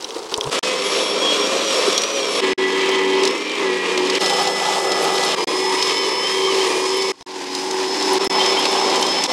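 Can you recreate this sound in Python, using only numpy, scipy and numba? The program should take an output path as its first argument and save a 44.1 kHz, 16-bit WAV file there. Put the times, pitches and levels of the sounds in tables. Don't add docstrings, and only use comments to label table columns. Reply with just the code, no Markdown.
import sys
import numpy as np
from scipy import signal
from scipy.fft import rfft, irfft, next_fast_len
from scipy.io import wavfile
from scipy.ndimage import uniform_filter1d
from numba import njit

SR = 44100
rng = np.random.default_rng(int(sys.argv[2]) if len(sys.argv) > 2 else 0)


def store_wav(level_fs):
    pcm = np.round(np.clip(np.atleast_2d(level_fs), -1, 1) * 32767)
    wavfile.write(sys.argv[1], SR, pcm.T.astype(np.int16))


N = 411110


def undb(db):
    return 10 ** (np.asarray(db) / 20)


def unit(x):
    return x / np.sqrt(np.mean(x ** 2))


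def add(out, start_s, sound):
    out[int(start_s * SR):][:len(sound)] += sound


def columns(rows):
    s, *values = np.transpose(rows)
    return [np.interp(np.arange(N) / SR, s, v) for v in values]


def walk(rate, size=N):
    hold = max(int(SR / rate), 1)
    steps = np.repeat(rng.standard_normal(size // hold + 1), hold)
    return 1.2 * uniform_filter1d(uniform_filter1d(steps, hold), hold)[:size]


@njit
def svf(x, hz, width):
    y, b, l = np.empty(len(x)), 0., 0.
    for i in range(len(x)):
        g, k = np.tan(np.pi * hz[i] / SR), width / hz[i]
        v = (b + g * (x[i] - l)) / (1 + g * (g + k))
        b, l, y[i] = 2 * v - b, l + 2 * g * v, k * v
    return y


def steep(x, hz, width):
    hz = np.full(len(x), 1. * hz)
    return svf(svf(svf(x, hz, width), hz, width), hz, width)


def band_noise(hz, width):
    return unit(svf(svf(rng.standard_normal(len(hz)), hz, 1. * width), hz, 1. 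* width))


def orders(turns, table, waver_db, rate):
    out = 0
    for multiple, db in table:
        level = np.sqrt(2) * undb(db + waver_db * walk(rate))
        out = out + level * np.sin(2 * np.pi * (multiple * turns + rng.random()))
    return out


def resonance_db(hz, peaks):
    return np.max([-20 * np.log10(1 + (2 * (hz - centre_hz) / width_hz) ** 2)
                   for centre_hz, width_hz in peaks], axis=0)


# (start_s, fade_in_s)
VIEWS = [(0, .002), (.505, .03), (2.410, .03), (4.188, .03), (5.354, .03), (7.122, .01), (8.188, .03),
         (9.271, .03)]


def by_view(rows):
    rows = np.array(rows)
    out = np.zeros((len(rows[0]) - 1, N))
    for start, _ in VIEWS[1:]:
        stop = min([s for s, _ in VIEWS if s > start] + [N / SR])
        inside = rows[(rows[:, 0] >= start) & (rows[:, 0] < stop)]
        out[:, int(start * SR):] = np.array(columns(inside))[:, int(start * SR):]
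    return out


def per_view(rows):
    return by_view([(start, *row) for (start, _), row in zip(VIEWS[1:], rows)])


# (start_s, turns_per_second_hz)
SPEED = [(.535, 259.6), (.7, 253.7), (.92, 261), (1.1, 260), (1.26, 265.4), (1.42, 264.6), (1.664, 274.8),
         (1.75, 262.5), (1.83, 257.6), (1.91, 261), (2.07, 278), (2.15, 278.3), (2.23, 265), (2.31, 259),
         (2.39, 259.2), (2.44, 247.6), (2.6, 246.2), (2.85, 249), (3.05, 247.6), (3.28, 250), (3.4, 261),
         (3.48, 266.5), (3.56, 266.5), (3.61, 260), (3.7, 242), (3.93, 242), (4.0, 238.5), (4.05, 240),
         (4.1, 244.5), (4.168, 250), (4.218, 247.3), (4.32, 247.5), (4.53, 250.8), (4.62, 248.4),
         (4.86, 249.8), (5.015, 247.8), (5.334, 249), (5.384, 237.9), (5.55, 244.2), (5.63, 245.5),
         (5.8, 245.8), (5.95, 248.9), (6.12, 249.8), (6.32, 247.5), (6.54, 250.2), (6.61, 248.9),
         (6.7, 243), (6.775, 242), (6.98, 249.5), (7.1, 249.7), (7.152, 246), (7.27, 244), (7.38, 243),
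         (7.42, 240.6), (7.58, 241.8), (7.66, 246.2), (7.83, 243.7), (8.0, 251.3), (8.168, 245.6),
         (8.218, 252.2), (8.3, 249.6), (8.456, 247.4), (8.54, 251.3), (8.59, 246.8), (8.67, 249.8),
         (8.84, 251.2), (8.9, 245.5), (9.015, 250.8), (9.065, 245.6), (9.12, 247.8), (9.251, 250.4),
         (9.3, 253.6)]


def shaft_speed():
    return uniform_filter1d(by_view(SPEED)[0], size=SR // 30)


# shaft multiples, then the level_db of each multiple
SLOT_ORDERS = (21, 14, 17, 56)
SLOT_DB = (2, -10, -21, -50)
POLE_ORDERS = (8, 6.76, 7)
POLE_DB = (-1.5, -11.5, -14.5)
SIDE_ORDERS = (9, 8.77)
SIDE_DB = (-4, -5.5)
# (centre_hz, width_hz)
POLE_PEAKS = [(1980, 180)]
SIDE_PEAKS = [(2245, 42), (2420, 470)]
TENTH_PEAKS = [(2415, 100), (2550, 60)]
SECOND_PEAKS = [(484, 12), (508, 18.4), (548, 34)]
WHISTLE_PEAKS = [(9500, 310), (10125, 120)]
OVERTONE_PEAKS = [(10150, 90), (10470, 83), (11250, 900)]
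OVERTONE_DB = -24


def motor(turns, shaft_hz, slot_db, pole_db, side_db, tenth_db, second_db, whistle_db):
    side_db = side_db + resonance_db(SIDE_ORDERS[0] * shaft_hz, SIDE_PEAKS)
    pole_db = pole_db + resonance_db(POLE_ORDERS[0] * shaft_hz, POLE_PEAKS)
    groups = [(side_db, zip(SIDE_ORDERS, SIDE_DB)), (pole_db, zip(POLE_ORDERS, POLE_DB))]
    lone = [(10, tenth_db, TENTH_PEAKS), (2, second_db, SECOND_PEAKS),
            (39, whistle_db, WHISTLE_PEAKS), (42, slot_db + OVERTONE_DB, OVERTONE_PEAKS)]
    for multiple, db, peaks in lone:
        groups.append((db + resonance_db(multiple * shaft_hz, peaks), [(multiple, 0)]))
    resonant = sum(undb(db) * orders(turns, table, 2.15, 45) for db, table in groups)
    return resonant + undb(slot_db) * orders(turns, zip(SLOT_ORDERS, SLOT_DB), 2.3, 35)


PADDLE_ORDERS = (4, 5, 6, 8, 9, 10, 11)
PADDLE_DB = (2, -13.5, -37, -19.5, -13, -12.5, -13)
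BELT_RATIO = 2.6


def paddles(beats, paddle_db):
    return undb(paddle_db) * orders(beats, zip(PADDLE_ORDERS, PADDLE_DB), 1.8, 9)


HUM_ORDERS = (2, 1.74, 2.6, 3)
HUM_DB = [(-18, -21, -20.5, -13), (-18, -31.5, -15.5, -9), (-23, -28.5, -27, -24), (-30, -32.5, -34, -24.5),
          (-25, -32.5, -24, -14), (-24.5, -33, -25, -17.5), (-27, -33, -27, -26)]
HUM_WAVER_DB, HUM_WAVER_HZ = 2, 7


def hum(beats, reference_db):
    return orders(beats, zip(HUM_ORDERS, reference_db + per_view(HUM_DB)), HUM_WAVER_DB, HUM_WAVER_HZ)


# (hz, db_per_hz)
COLOURS = [
    [(24, -56), (40, -68), (248, -14.5), (442, 3), (643, -13.5), (959, -6), (1660, -18.5), (3270, -16),
     (4410, -17), (5530, -21), (6580, -24), (8670, -24), (15800, -47)],
    [(130, -34), (180, -26), (260, -9.5), (340, -6.5), (450, -0.5), (700, -9), (820, -15), (1000, -7),
     (1250, -7.5), (1480, -14.5), (3200, -7), (5000, -12), (8000, -18.5), (13300, -39.5), (15800, -71)],
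    [(130, -37), (180, -21), (340, 2.5), (450, 3.5), (600, -5.5), (680, -10.5), (750, -17), (830, -6),
     (1000, -2), (1250, -11), (1480, -23.5), (1900, -18.5), (3200, -18.5), (5000, -27.5), (8000, -34.5),
     (13300, -56.5), (15800, -73)],
    [(130, -27), (180, -13), (260, -16), (340, -2), (450, 1), (700, -3.5), (820, 2.5), (1000, -8),
     (1250, -1), (1480, -14), (3200, -8.5), (5000, -12.5), (8000, -17.5), (13300, -35.5), (15800, -52)],
    [(130, -23.5), (180, -19), (260, -5), (340, 5), (450, 8), (700, -8), (820, -1), (1000, 4.5), (1250, -6),
     (1330, -16.5), (1430, -25), (1580, -17), (1800, -16.5), (3200, -17), (5000, -18), (8000, -26),
     (13300, -44.5), (15800, -62)],
    [(130, -26), (180, -21), (340, 6), (450, -2), (700, -7.5), (820, 3), (1000, 2), (1250, -13),
     (1480, -12.5), (3200, -12.5), (5000, -11), (8000, -21.5), (13300, -40), (15800, -55)],
    [(130, -24.5), (180, -17), (340, 4), (450, 1.5), (700, -0.5), (820, 6), (1000, 4), (1250, -7),
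     (1480, -14), (3200, -11), (5000, -13), (8000, -22), (13300, -42), (15800, -59)],
]
SPLIT_HZ = 1450


def roar(low_db, high_db, beats):
    surges = walk(14)
    beating = 1 + 0.075 * np.sin(2 * np.pi * beats)
    source = rng.standard_normal(N) * beating * undb(1.3 * walk(300))
    out = np.zeros((2, N))
    edges = [int(s * SR) for s, _ in VIEWS] + [N]
    for a, b, colour in zip(edges, edges[1:], COLOURS + COLOURS[-1:]):
        size = next_fast_len(b - a + 4096)
        octave = np.log2(np.arange(size // 2 + 1) * SR / size + 1)
        hz, db = np.transpose(colour)
        bass_cut_db = 9.8 * np.clip(np.log2(hz[0]) - octave, 0, None)
        shaped = rfft(source[a:b], size) * undb(np.interp(octave, np.log2(hz), db) - bass_cut_db)
        for centre in np.arange(5, 15):
            weight = np.clip(1 - abs(octave - centre - np.log2(SPLIT_HZ / 1448)), 0, 1)
            band = irfft(shaped * weight, size)[:b - a]
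            high = int(centre > 10)
            flicker_db = 1.03 * walk(20.55, size=b - a) + (.7, 1.3)[high] * surges[a:b]
            out[high, a:b] += band * undb(flicker_db)
        out[:, a:b] /= np.sqrt(np.mean(out[:, a:b] ** 2, axis=1, keepdims=True))
    return undb(low_db) * out[0] + undb(high_db) * out[1]


# (start_s, length_s, first_pitch_hz, last_pitch_hz, level_db)
SQUEALS = [(.79, 0.048, 3380, 3300, -34), (0.843, 0.056, 3290, 3330, -28.5),
           (0.983, 0.093, 3350, 3310, -34.5), (1.053, .075, 3300, 3410, -27.5),
           (1.21, 0.095, 3350, 3220, -20.5), (1.293, 0.063, 3240, 3350, -22),
           (1.361, .065, 3340, 3400, -27), (1.415, .045, 3390, 3230, -23), (1.647, .04, 3270, 3290, -28),
           (1.738, .03, 3270, 3350, -25), (1.94, 0.044, 3430, 3300, -28), (2.217, 0.037, 3300, 3310, -27),
           (2.29, .04, 3360, 3320, -33), (2.35, 0.085, 3290, 3326, -28.5), (2.465, .08, 3300, 3300, -40),
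           (2.586, .13, 3330, 3250, -32), (2.713, 0.18, 3234, 3085, -31), (2.884, .1, 3100, 3170, -30.5),
           (2.981, 0.25, 3150, 3240, -32), (3.448, .12, 3080, 3060, -37), (4.134, .05, 3040, 3050, -33),
           (4.219, 0.21, 3130, 3070, -31), (5.097, 0.23, 3050, 3100, -36), (5.862, 0.072, 3220, 3040, -28),
           (5.96, 0.063, 3065, 3070, -27.5), (6.009, 0.062, 3110, 2990, -28), (6.13, .08, 2980, 3050, -31),
           (6.218, 0.079, 3065, 3126, -25), (6.282, .045, 3160, 3220, -28.5),
           (6.32, 0.108, 3194, 3166, -27), (6.421, 0.072, 3110, 3143, -25.5),
           (6.48, .055, 3115, 2960, -27.5), (6.6, 0.032, 3050, 3190, -27), (6.928, .05, 3140, 3090, -30.5),
           (6.997, .03, 3060, 3030, -34), (8.34, .05, 3030, 3070, -30), (8.39, .04, 3080, 3160, -22),
           (8.43, 0.067, 3170, 3105, -26.5), (8.565, 0.036, 3090, 3210, -23), (8.6, 0.046, 3200, 3045, -35),
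           (8.72, .08, 2950, 2950, -35), (8.87, 0.055, 3080, 3250, -37), (8.915, 0.071, 3240, 3070, -29),
           (9.02, 0.036, 3140, 3150, -27), (9.09, .06, 3190, 3130, -31), (9.15, 0.052, 3110, 3060, -26)]
SQUEAL_EDGE_S, CHATTER_WANDER_HZ = 0.0305, 110.5
SQUEAL_AIR_DB, SQUEAL_WIDTH_HZ = -11, 160


def squeal(chatter_db, chatter_hz):
    t = np.arange(N) / SR
    rough = 1 + 0.00406 * walk(250)
    hz, gain = np.maximum(chatter_hz, 1000), np.zeros(N)
    for s, length, first_hz, last_hz, db in SQUEALS:
        shape = np.clip(np.minimum(t - s, s + length - t) / SQUEAL_EDGE_S + .5, 0, 1)
        level = undb(db) * shape
        hz = np.where(level > gain, np.interp(t, [s, s + length], [first_hz, last_hz]), hz)
        gain = np.maximum(gain, level)
    chatter_turns = np.cumsum((chatter_hz + CHATTER_WANDER_HZ * walk(60)) * rough) / SR
    chatter = orders(chatter_turns, [(1, 0)], 3, 30)
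    air = undb(SQUEAL_AIR_DB) * band_noise(hz, SQUEAL_WIDTH_HZ)
    tone = orders(np.cumsum((hz + 14 * walk(30)) * rough) / SR, [(1, -0.74)], 1.9, 50)
    return undb(chatter_db) * chatter + gain * (air + tone)


# (start_s, crack_db, knock_db, crack_centre_hz)
CLATTERS = [(.015, -22, -42, 4400), (.044, -9.5, -38, 4450), (0.0482, -12, -31, 5000),
            (0.106, -14.5, -42, 4050), (.146, -19, -37, 5000), (.159, -24, -29, 5400),
            (0.191, -22, -31, 5200), (.2204, -31, -42, 4500), (.23, -26, -38, 4500),
            (.2534, -26, -38, 7500), (.257, -30, -25, 4000), (0.2954, -21, -32, 4250),
            (.3164, -23, -38, 5000), (0.322, -28, -27, 4240), (.341, -1.5, -36, 4300),
            (.3634, -19, -39, 7000), (.377, -6.5, -35, 7500), (0.382, -20, -14, 5500),
            (.405, -19, -42, 8000), (0.41, -5, -31, 4260), (.4254, -21, -36, 7000), (.4375, -15, -34, 8500),
            (0.442, -14, -32, 4200), (.467, -18, -38, 7500), (0.472, -23, -13.5, 4000),
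            (.491, -17, -34, 6200), (0.496, -15, -36, 4500), (0.59, -5, -35, 5900),
            (7.2097, -21, -29, 4900)]
# (pitch_hz, level_db, t60_s)
HANDLE = [(3340, 0, 0.011), (3930, 0.5, 0.0066), (4830, -9, 0.009), (5400, -1.5, 0.008), (5950, 3, 0.0075)]
HOUSING = [(430, -7.5, 0.051), (965, 0, 0.025), (686, -4, 0.025)]
# (start_s, level_db, first_pitch_hz, last_pitch_hz, swell_s)
THUMP = (.44, -28, 115, 165, .035)
CRACK_DB, CRACK_WIDTH_HZ, RING_BELOW_HZ = 23.5, 6600, 5200
TAIL_DB, TAIL_S = -15, 0.0049


def ring(x, modes):
    out = 0
    for hz, db, t60 in modes:
        pole = np.exp(2j * np.pi * hz / SR - np.log(1000) / (t60 * SR))
        out = out + undb(db) * signal.lfilter([1], [1, -pole], x).imag
    return out


def clatters():
    ticks, knocks, out = np.zeros(N), np.zeros(N), np.zeros(N)
    t = np.arange(SR // 10) / SR
    for s, db, knock_db, hz in CLATTERS:
        contact = rng.standard_normal(len(t))
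        decay = np.exp(-t / 0.0015) + undb(TAIL_DB) * np.exp(-t / TAIL_S)
        tick = undb(db - 48.0) * steep(unit(contact * decay), hz, 1. * CRACK_WIDTH_HZ)
        add(out, s, undb(CRACK_DB) * tick)
        add(ticks, s, tick * 2.0 / (1 + (hz / RING_BELOW_HZ) ** 6))
        add(knocks, s, undb(knock_db - 40.0) * unit(contact * np.exp(-t / 0.0032)))
    out += ring(ticks, HANDLE) + ring(knocks, HOUSING)
    s, db, first_hz, last_hz, swell = THUMP
    turns = np.cumsum(np.interp(t, [0, 2 * swell], [first_hz, last_hz])) / SR
    envelope = np.sin(np.pi * np.clip(t / swell / 2, 0, 1)) ** 2
    add(out, s, undb(db) * envelope * np.sin(2 * np.pi * turns))
    return out


# (start_s, bright_db, low_knock_db)
RATTLES = [(1.9262, -2.5, -16.5), (1.9775, 2.5, -12), (2.0173, -3, -17), (2.035, -2.5, -19),
           (2.89, -12, -4), (3.233, -3.5, -11), (3.251, -1, -15), (3.274, -1.5, -20), (3.3075, -9, -24),
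           (3.4756, -15, -24), (3.4947, -12, -20), (3.5152, -15, -26), (3.5517, -12, -16),
           (3.6291, -15, -20), (3.7827, -22, -22), (3.8356, -23, -22), (3.9214, -16, -22), (3.9752, -3, -5),
           (4.0496, -15, -22), (4.07, -9, -22), (4.098, -4, -15), (4.1513, -6, -20), (4.207, -7, -20),
           (4.2594, -3, -14), (4.296, -3, -20), (4.472, -5, -1), (4.776, -24, -15), (4.9176, -2, -19),
           (5.18, -5, -17), (5.2348, -4, -9), (5.8247, 0.5, -14), (5.879, -22, -7), (7.021, -5, -15),
           (7.549, -6, -25), (7.709, -8, -14), (8.0236, -4, -14), (8.154, -13, -8), (8.46, -6, -18),
           (8.64, -10, -22), (8.653, -0.5, -20), (8.798, -11, -22), (8.8993, -8, -11), (8.957, -6, -22),
           (9.025, -1, -17), (9.0647, -3, -2), (9.2373, 1.5, -18)]
RATTLE_HZ, RATTLE_RISE_S, RATTLE_T60_S = 4030, 0.0016, 0.032
SPREAD = 1.16


def rattles():
    out, t = np.zeros(N + SR), np.arange(SR // 5) / SR
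    for s, db, low_db in RATTLES:
        envelope = undb(-60 * t / RATTLE_T60_S) * np.clip(t / RATTLE_RISE_S, 0, 1)
        burst = rng.standard_normal(len(t)) * envelope
        bright = steep(burst, RATTLE_HZ * SPREAD ** rng.standard_normal(), 5670.0)
        add(out, s, undb(db) * bright + undb(low_db) * svf(burst, 600 + 0 * t, 540.0))
    return out[:N]


# (start_s, length_s, centre_hz, level_db)
GURGLES = [(1.543, 0.041, 405, -19), (1.758, 0.07, 483, -20), (1.858, 0.051, 420, -18),
           (1.868, .04, 300, -29), (6.47, 0.029, 1170, -23), (4.301, 0.051, 806, -19),
           (4.37, 0.078, 806, -20.5), (4.451, .07, 790, -21), (4.609, 0.027, 805, -20),
           (4.642, .07, 836, -21), (4.756, 0.037, 840, -16.5), (5.089, 0.06, 778, -33),
           (5.198, .06, 825, -24), (8.197, 0.058, 1280, -30)]
GURGLE_WIDTH_HZ = 147


def gurgles():
    out = np.zeros(N)
    for s, length, hz, db in GURGLES:
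        size = int(length * SR)
        noise = band_noise(np.full(SR // 4, 1. * hz), GURGLE_WIDTH_HZ)
        add(out, s, undb(db) * noise[-size:] * np.sqrt(np.hanning(size)))
    return out


# (start_s, pitch_hz, level_db)
WHOOP = [(5.6, 800, -45), (5.63, 820, -23), (5.7, 925, -21), (5.75, 965, -25), (5.82, 1020, -29),
         (5.9, 1070, -34), (5.95, 1100, -55)]


def whoop():
    hz, db = columns(WHOOP)
    air = undb(-4.0) * band_noise(hz, 70.)
    tone = orders(np.cumsum(hz + 11.0 * walk(40)) / SR, [(0.96, -7.5)], 1.9, 30)
    return undb(db) * (air + tone)


# (start_s, peak_db)
FLECKS = [(2.9168, -32), (4.4273, -25), (4.7985, -31), (4.8259, -31), (5.024, -24), (5.0394, -24),
          (5.0694, -32), (5.1394, -26), (5.1574, -29), (5.2484, -21), (6.9701, -24), (8.1324, -18),
          (8.2447, -23), (8.4976, -32), (8.5914, -24), (8.7136, -27), (9.0138, -21)]
FLECK_HZ, FLECK_WIDTH_HZ, FLECK_DECAY_S = 10260, 5300, 0.006


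def flecks():
    out, t = np.zeros(N + SR), np.arange(SR // 50) / SR
    for s, db in FLECKS:
        burst = rng.standard_normal(len(t)) * np.exp(-t / FLECK_DECAY_S)
        tick = steep(burst, FLECK_HZ, 1. * FLECK_WIDTH_HZ)
        add(out, s, undb(db) * tick / np.abs(tick).max())
    return out[:N]


def grit(db, per_s):
    size_db = 3.9 * np.minimum(rng.exponential(size=N), 2.6)
    hits = (rng.random(N) < per_s / SR) * undb(size_db)
    envelope = signal.lfilter([1], [1, -np.exp(-1 / (0.0028 * SR))], hits)
    return undb(db - 1.5) * steep(envelope * rng.standard_normal(N), 4800., 5700.0)


WIND_DB = -72.5


def wind():
    return undb(WIND_DB + 1.7 * walk(3.0)) * band_noise(np.full(N, 95.), 90.)


# (start_s, low_rumble_db, crunch_db)
ROLL = [(0.0, -32.5, -37), (0.152, -32.5, -38), (0.17, -23.5, -35), (0.178, -29, -42), (0.31, -34.5, -42),
        (0.322, -24, -30.5), (0.362, -30, -44), (0.386, -23, -35), (0.396, -28, -43), (0.482, -29.5, -36.5),
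        (0.5, -29, -38)]
# (start_s, slot_whine_db, paddle_hum_db, low_roar_db, snow_hiss_db)
LEVELS = [(.54, -38, -56, -23.5, -22.5), (.79, -35.5, -32.5, -24.5, -24.5), (1.12, -32, -28, -22.5, -23),
          (1.29, -38, -43, -22.5, -25), (1.41, -32, -24, -23, -22), (1.53, -37, -51, -22, -23),
          (1.66, -32.5, -38, -25, -23.5), (1.9, -31.5, -39, -21.5, -22), (2.03, -31.5, -40, -25, -24),
          (2.28, -35, -32, -26, -25), (2.4, -33, -56, -21.5, -23.5), (2.445, -40, -22.5, -23.5, -24.5),
          (2.7, -44, -24.5, -27.5, -25), (3.07, -47, -22, -25, -24), (3.27, -35, -20.5, -22.5, -24),
          (3.34, -41, -33, -24.5, -28), (3.44, -46, -37, -29.5, -28), (3.56, -50, -35, -28.5, -27.5),
          (3.62, -48, -23.5, -23.5, -25.5), (3.7, -44, -25.5, -25.5, -26), (3.81, -48, -30.5, -27, -25.5),
          (4.0, -43, -22.5, -23, -23.5), (4.18, -39, -28, -25, -21), (4.22, -29, -30, -22.5, -23.5),
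          (4.6, -32.5, -33.5, -23, -24), (4.85, -32.5, -29, -22, -25.5), (4.97, -34, -30, -20.5, -25),
          (5.34, -32.5, -28.5, -22.5, -23.5), (5.39, -34, -28.5, -20.5, -22.5),
          (5.51, -31, -27.5, -22, -24.5), (5.64, -29, -24, -26, -24.5), (5.85, -28, -24.5, -25.5, -23.5),
          (6.13, -28.5, -30, -24.5, -26), (6.35, -33, -24.5, -26.5, -24.5),
          (6.6, -31.5, -20.5, -24.5, -25.5), (6.75, -40, -25.5, -23.5, -25),
          (6.99, -28, -22.5, -27.5, -25.5), (7.11, -34.5, -24, -25.5, -25), (7.157, -62, -57, -52, -51),
          (7.283, -50, -38, -37, -37.5), (7.41, -50, -36, -32.5, -32), (7.55, -38, -31, -30, -29.5),
          (7.8, -39, -26, -26, -28.5), (8.05, -27.5, -29, -23.5, -24.5), (8.18, -35, -23, -20.5, -22.5),
          (8.22, -29, -29, -22, -24.5), (8.4, -27.5, -25.5, -21.5, -22.5), (8.62, -29, -27.5, -21, -23.5),
          (9.0, -32, -29.5, -19, -23), (9.26, -27.5, -37, -24.5, -23.5), (9.3, -30, -55, -21, -24.5)]
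# (pole_db, side_db, tenth_order_db, second_order_db, order_39_db, chatter_db, chatter_pitch_hz)
VIEW_TONES = [(-8, -10.5, -8, -2.5, -16.5, -14, 3330), (-4, -9.5, -8, -8.5, -45, -28, 3180),
              (-6.5, -30, -10, -4.5, -30, -15, 3100), (-12, -21, -10, -8, -18, -17, 3120),
              (-16.5, -33, -22, -20, -25, -22, 3130), (-15, -27, -14, -20, -35, -16.5, 3400),
              (-6, -30, -30, 2.5, -35, -17, 3140)]
# (start_s, side_swell_db, pole_swell_db, hum_swell_db)
TONE_SWELLS = [(2.4, 0, -2, -5), (2.42, 3, 3.5, 1.5), (3.2, 0, 0, 0.5), (3.28, -3, -2, 0), (3.36, 6, 2, 2),
               (3.57, 6, 6, 1), (3.64, -7, 1, 3), (3.8, -5, 1, -1.5), (4.18, -5, -8, -4), (4.2, 15, 2, 5)]
DRIFT_DB, DRIFT_HZ = 1.5, 6
CRACKLE_DB, CRACKLE_PER_S = -32, 180


def scene():
    shaft_hz = shaft_speed()
    turns = np.cumsum(shaft_hz * (1 + 0.002016 * walk(40))) / SR
    beats = turns / BELT_RATIO
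    slot_db, paddle_db, low_db, high_db = by_view(LEVELS)
    *tones_db, chatter_hz = per_view(VIEW_TONES)
    drifting_db = [high_db + db + DRIFT_DB * walk(DRIFT_HZ) for db in tones_db]
    pole_db, side_db, tenth_db, second_db, whistle_db, chatter_db = drifting_db
    side_swell_db, pole_swell_db, hum_swell_db = columns(TONE_SWELLS)
    running = np.arange(N) >= VIEWS[1][0] * SR
    low_db, high_db = np.where(running, [low_db, high_db], columns(ROLL))
    working = motor(turns, shaft_hz, slot_db, pole_db + pole_swell_db, side_db + side_swell_db,
                    tenth_db, second_db, whistle_db)
    working = working + paddles(beats, paddle_db) + hum(beats, high_db + hum_swell_db)
    working = working + squeal(chatter_db, chatter_hz) + gurgles() + flecks() + grit(high_db, 45.)
    rolling = grit(CRACKLE_DB, CRACKLE_PER_S)
    mono = running * working + ~running * rolling + roar(low_db, high_db, beats)
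    mono = mono + clatters() + rattles() + whoop() + wind()
    return np.array([mono, mono])


# (from_s, to_s)
DROPOUTS = [(.593, .631), (2.534, 2.581), (5.444, 5.474), (7.228, 7.265), (8.275, 8.300)]
# (hz, level_db)
TREBLE_TILT = [(9000, -0.5), (11500, 1.5), (13300, -9.5), (15800, 7)]
TOP_HZ = 15900


def record(dry):
    t, gain = np.arange(N) / SR, np.ones(N)
    for s, fade in VIEWS:
        gain[t >= s] = np.clip(0.12 + (t[t >= s] - s) / fade, 0, 1)
        gain *= np.where(t < s, np.clip((s - t) / .006, .039, 1), 1)
    for a, b in DROPOUTS:
        gap = (t >= a) & (t < b)
        trace = undb(-30 - 1200 * (t[gap] - a)) * (t[gap] < b - .018)
        comeback = np.clip(1 - (b - t[gap]) / .005, 0, 1) ** 2
        gain[gap] = trace + comeback
    hz, db = np.transpose(TREBLE_TILT)
    response = undb(np.interp(np.linspace(0, SR / 2, 65), hz, db))
    taps = np.fft.fftshift(irfft(response)) * np.hanning(129)[:-1]
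    sound = signal.fftconvolve(np.tanh(dry * gain), taps[None], mode="same")
    return signal.sosfilt(signal.ellip(10, .2, 80, TOP_HZ, fs=SR, output="sos"), sound)


dry = scene()
out = record(dry)
store_wav(out)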